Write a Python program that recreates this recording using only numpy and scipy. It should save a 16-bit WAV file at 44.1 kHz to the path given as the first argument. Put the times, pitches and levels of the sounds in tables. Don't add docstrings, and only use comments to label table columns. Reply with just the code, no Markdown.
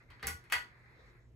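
import sys
import numpy as np
from scipy import signal
from scipy.fft import rfft, irfft
from scipy.io import wavfile
from scipy.ndimage import map_coordinates

SR = 44100
rng = np.random.default_rng(int(sys.argv[2]) if len(sys.argv) > 2 else 0)


def unload_audio(sound):
    columns = np.transpose(np.atleast_2d(sound))
    steps = np.round(np.clip(columns, -1, 1) * 32767)
    wavfile.write(sys.argv[1], SR, steps.astype(np.int16))


def boost(x):
    u = np.asarray(x, float) / 20
    return 10 ** u


N = 59535

# t/s, level/dB, chatter length/s, treble level/dB, canopy ring level/dB
CONTACTS = [
    (0.1037, -60, 0.0083, -11.5, -6),
    (0.1963, -62.5, .003, -19.5, -18),
    (.2288, -42, 0.011, -11, 4),
    (0.2705, -40.5, 0.0077, 11, 2.5),
    (0.441, -66.5, 0.0082, -3, -20.5),
    (0.5005, -52.5, 0.01, -7, -17),
    (.5240, -30.5, 0.0013, -1.5, -14.5),
]


def at_hz(points, hz):
    f, value = np.array(points).T
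    return np.interp(np.log(hz), np.log(f), value)


def in_time(rows):
    return np.interp(np.arange(N) / SR, *np.transpose(rows))


def rms_one(x):
    return x / np.sqrt(np.mean(x ** 2) + 1e-20)


def drift(rate):
    knots = rng.standard_normal(200)
    return map_coordinates(knots, [np.arange(N) / SR * 2 * rate], order=3)


def bands(pair, gain_at):
    # f/Hz, coherence/1
    likeness = [(60, 0.93), (150, 0.7), (300, 0.8), (640, .5), (1400, 0.02), (16000, 0.05)]
    out = 0
    edges = 20 * 2 ** np.arange(0, 9.9, 1 / 3)
    for k, (low, high) in enumerate(zip(edges, edges[1:])):
        band = signal.butter(3, [low, high], "band", fs=SR, output="sos")
        mid, side = signal.sosfilt(band, pair[k % 2])
        hz = np.sqrt(low * high)
        alike = np.clip(at_hz(likeness, hz), 0, 1)
        stereo = np.sqrt(1 + alike) * mid + np.sqrt(1 - alike) * side * [[1], [-1]]
        out = out + gain_at(hz) * stereo
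    return out


def coloured(source, colour, patchy_db):
    flicker = bands(source, lambda hz: boost(patchy_db * drift(12)))
    hz = np.arange(1, N // 2 + 2) * SR / N
    return rms_one(irfft(rfft(flicker) * boost(at_hz(colour, hz)), N))


def grains(per_s, spread_db):
    shape = (2, 2, N)
    hit = rng.random(shape) < per_s / SR
    size = boost(spread_db * np.minimum(rng.exponential(1, shape), 4))
    return hit * size * rng.choice([-1, 1], shape)


def chain():
    # t/s, level/dB
    rub = [(0, -60.5), (.07, -72.5), (.12, -60.5), (.2, -64), (.4, -66.5), (.72, -63.5), (.95, -64),
           (1.16, -66.5), (1.3, -83), (1.35, -85)]
    # f/Hz, level per Hz/dB
    rub_colour = [(420, -5), (750, -6.5), (1650, 0.5), (2080, 3), (2600, -9.5), (3000, -24.5), (4200, -15),
                  (6000, -35)]
    return boost(in_time(rub)) * coloured(grains(4000, 1.2), rub_colour, patchy_db=1.5)


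def hum():
    # f/Hz, rms level/dB
    lines = [(120, -66.5), (240, -85.5), (360, -81.5)]
    t = np.arange(N) / SR
    return sum(np.sqrt(2) * boost(db) * np.sin(2 * np.pi * hz * t) for hz, db in lines)


def quiet_air():
    # f/Hz, level per Hz/dB
    air_colour = [(22, -15.5), (55, -1), (130, -7), (200, -18), (450, -18.5), (1000, -34), (12500, -51),
                  (15000, -68)]
    return boost(-64.5) * coloured(rng.standard_normal((2, 2, N)), air_colour, patchy_db=2.5)


def mount():
    # t/s, level/dB, length/s, f/Hz
    jolts = [
        (0.092, -52.5, 0.01, 72.5),
        (0.241, -48, 0.031, 68.3),
        (0.273, -48, .09, 78.3),
        (0.556, -57.5, 0.037, 74.3),
        (1.032, -61, .08, 50.6),
        (1.258, -60.5, 0.094, 61.8),
    ]
    attack_s, release_s, sag_db_per_s = 0.0055, 0.0064, 28
    out = np.zeros(N)
    for s, db, length, hz in jolts:
        t = np.arange(N) / SR - s
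        swell = np.clip(t / attack_s, 0, 1)
        damping = np.exp(-np.maximum(t - length, 0) / release_s)
        out += np.sqrt(2) * boost(db - sag_db_per_s * t) * swell * damping * np.sin(2 * np.pi * hz * t)
    return out


def strikes(chatter, spans):
    rise_s, rise_db, first_db = .002, -3, 19
    s, db = np.transpose(CONTACTS)[:2, :, None]
    t = np.arange(N) / SR - s
    run_up = boost(rise_db) * np.exp(np.minimum(t, 0) / rise_s)
    dying = np.exp(-(t / spans[:, None]) ** 2)
    rows = chatter * np.where(t > 0, dying, run_up)
    rows[np.arange(len(s)), (s[:, 0] * SR).astype(int)] = boost(first_db)
    return boost(db) * rows / np.sqrt(np.sum(rows ** 2, axis=1, keepdims=True))


def crack(clicks, colour):
    hz = np.linspace(0, SR / 2, 257)
    taps = signal.firwin2(255, hz, boost(2 * at_hz(colour, np.maximum(hz, 1))), fs=SR)
    return signal.fftconvolve(clicks, signal.minimum_phase(taps))[:N]


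def ring(clicks, hz, t60):
    r = boost(-60 / (t60 * SR))
    w = 2 * np.pi * hz / SR
    return signal.lfilter([0, np.sin(w)], [1, -2 * r * np.cos(w), r * r], clicks + 1e-18)


def body(hits, pitches, rings):
    scatter_db = 1.5
    own = boost(scatter_db * rng.standard_normal((len(hits), len(pitches))))
    out = 0
    for k, (hz, (db, t60)) in enumerate(zip(pitches, rings)):
        out = out + (-1) ** k * boost(db) * ring(own[:, k] @ hits, hz, t60)
    return out


def switch():
    housing_hz = [965, 1120, 1225, 1460, 1885, 1960, 2100, 2255, 2485, 2690, 2985, 3390, 4250, 4620]
    # level/dB, t60/s
    housing = [(-10, 0.12), (-8.5, 0.14), (-9, .06), (-9, 0.22), (-8.5, 0.041), (-2, 0.12), (-12, 0.026),
               (-10.5, 0.051), (-14, 0.045), (-16.5, 0.017), (-23.5, 0.1), (-20, 0.095), (-14, 0.034),
               (-13.5, 0.053)]
    canopy_hz = [160, 300, 398, 463, 792]
    # level/dB, t60/s
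    canopy = [(-9.5, 0.062), (-15, 0.028), (-16.5, .08), (-13.5, 0.072), (-15.5, 0.18)]
    # f/Hz, level/dB
    crack_colour = [(600, -15), (1000, 2), (2000, 11.5), (2600, 5.5), (3600, -2), (4400, -4.5), (6000, -16),
                    (16000, -44)]
    # f/Hz, level/dB
    snap_colour = [(2500, -38), (5500, -14.5), (7500, -11.5), (9000, 0), (10300, -2), (12000, -1.5),
                   (13300, -10.5), (16000, -2)]
    length, treble_db, deep_db = np.transpose(CONTACTS)[2:]
    chatter = grains(5000, 3)[0]
    long = strikes(chatter[0], length)
    short = strikes(chatter[1], np.minimum(length, .0025))
    above = signal.butter(4, 858, "high", fs=SR, output="sos")
    upper = signal.sosfilt(above, body(long, housing_hz, housing))
    lower = body(short * boost(deep_db)[:, None], canopy_hz, canopy)
    dull = boost(27) * crack(long.sum(axis=0), crack_colour)
    bright = boost(27.5) * crack(boost(treble_db) @ short, snap_colour)
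    return upper + lower + dull + bright


def bedroom(x):
    # f/Hz, level/dB
    walls = [(300, 3), (1200, -2.5), (2500, 1), (6000, 0.5), (12000, -6.5)]
    # f/Hz, t60/s
    decay = [(100, 0.23), (800, 0.29), (2000, 0.22), (5000, 0.27), (12000, 0.19)]
    build_s = 0.0017
    t = np.arange(N) / SR
    noise = rng.standard_normal((2, 2, N))
    tail = bands(noise, lambda hz: boost(at_hz(walls, hz) - 60 * t / at_hz(decay, hz)))
    tail = tail * (1 - np.exp(-(t / build_s) ** 2))
    tail = tail / np.sqrt(np.sum(tail ** 2) / 2)
    return signal.fftconvolve(x[None], tail, axes=1)[:, :N]


def sleeve():
    # t/s, level/dB
    brush = [(.8, -109), (.95, -78.5), (1.0, -67.5), (1.1, -73), (1.2, -103)]
    # f/Hz, level per Hz/dB
    brush_colour = [(250, -21), (450, 7.5), (900, -12), (2600, -26), (3100, -17.5), (4000, -5), (6000, -20),
                    (8000, -38.5)]
    return boost(in_time(brush)) * coloured(grains(3000, 3.5), brush_colour, patchy_db=2.5)


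def scene():
    clicks = switch()
    pan_db = np.array([[1], [-1]])
    near = clicks * boost(pan_db) + boost(3) * bedroom(clicks)
    return near + mount() + chain() + sleeve() + hum() + quiet_air()


def roll_off(x):
    return signal.sosfilt(signal.butter(12, 16790, fs=SR, output="sos"), x)


def record(dry):
    split_hz, in_step_hz, comb_hz, top_hz = 6100, 7020, 4350, 16600
    hz = np.arange(N // 2 + 1) * SR / N
    spectrum = rfft(dry)
    share = 1 / (1 + (split_hz / np.maximum(hz, 1)) ** 8)
    turn = np.exp(1j * np.pi * (hz - in_step_hz) / comb_hz * np.array([[-1], [1]]))
    x = irfft(np.sqrt(1 - share) * spectrum + np.sqrt(share) * turn * spectrum[0], N)
    x = signal.sosfilt(signal.cheby2(10, 60, top_hz, fs=SR, output="sos"), x)
    return roll_off(x)


dry = scene()
out = record(dry)
unload_audio(out)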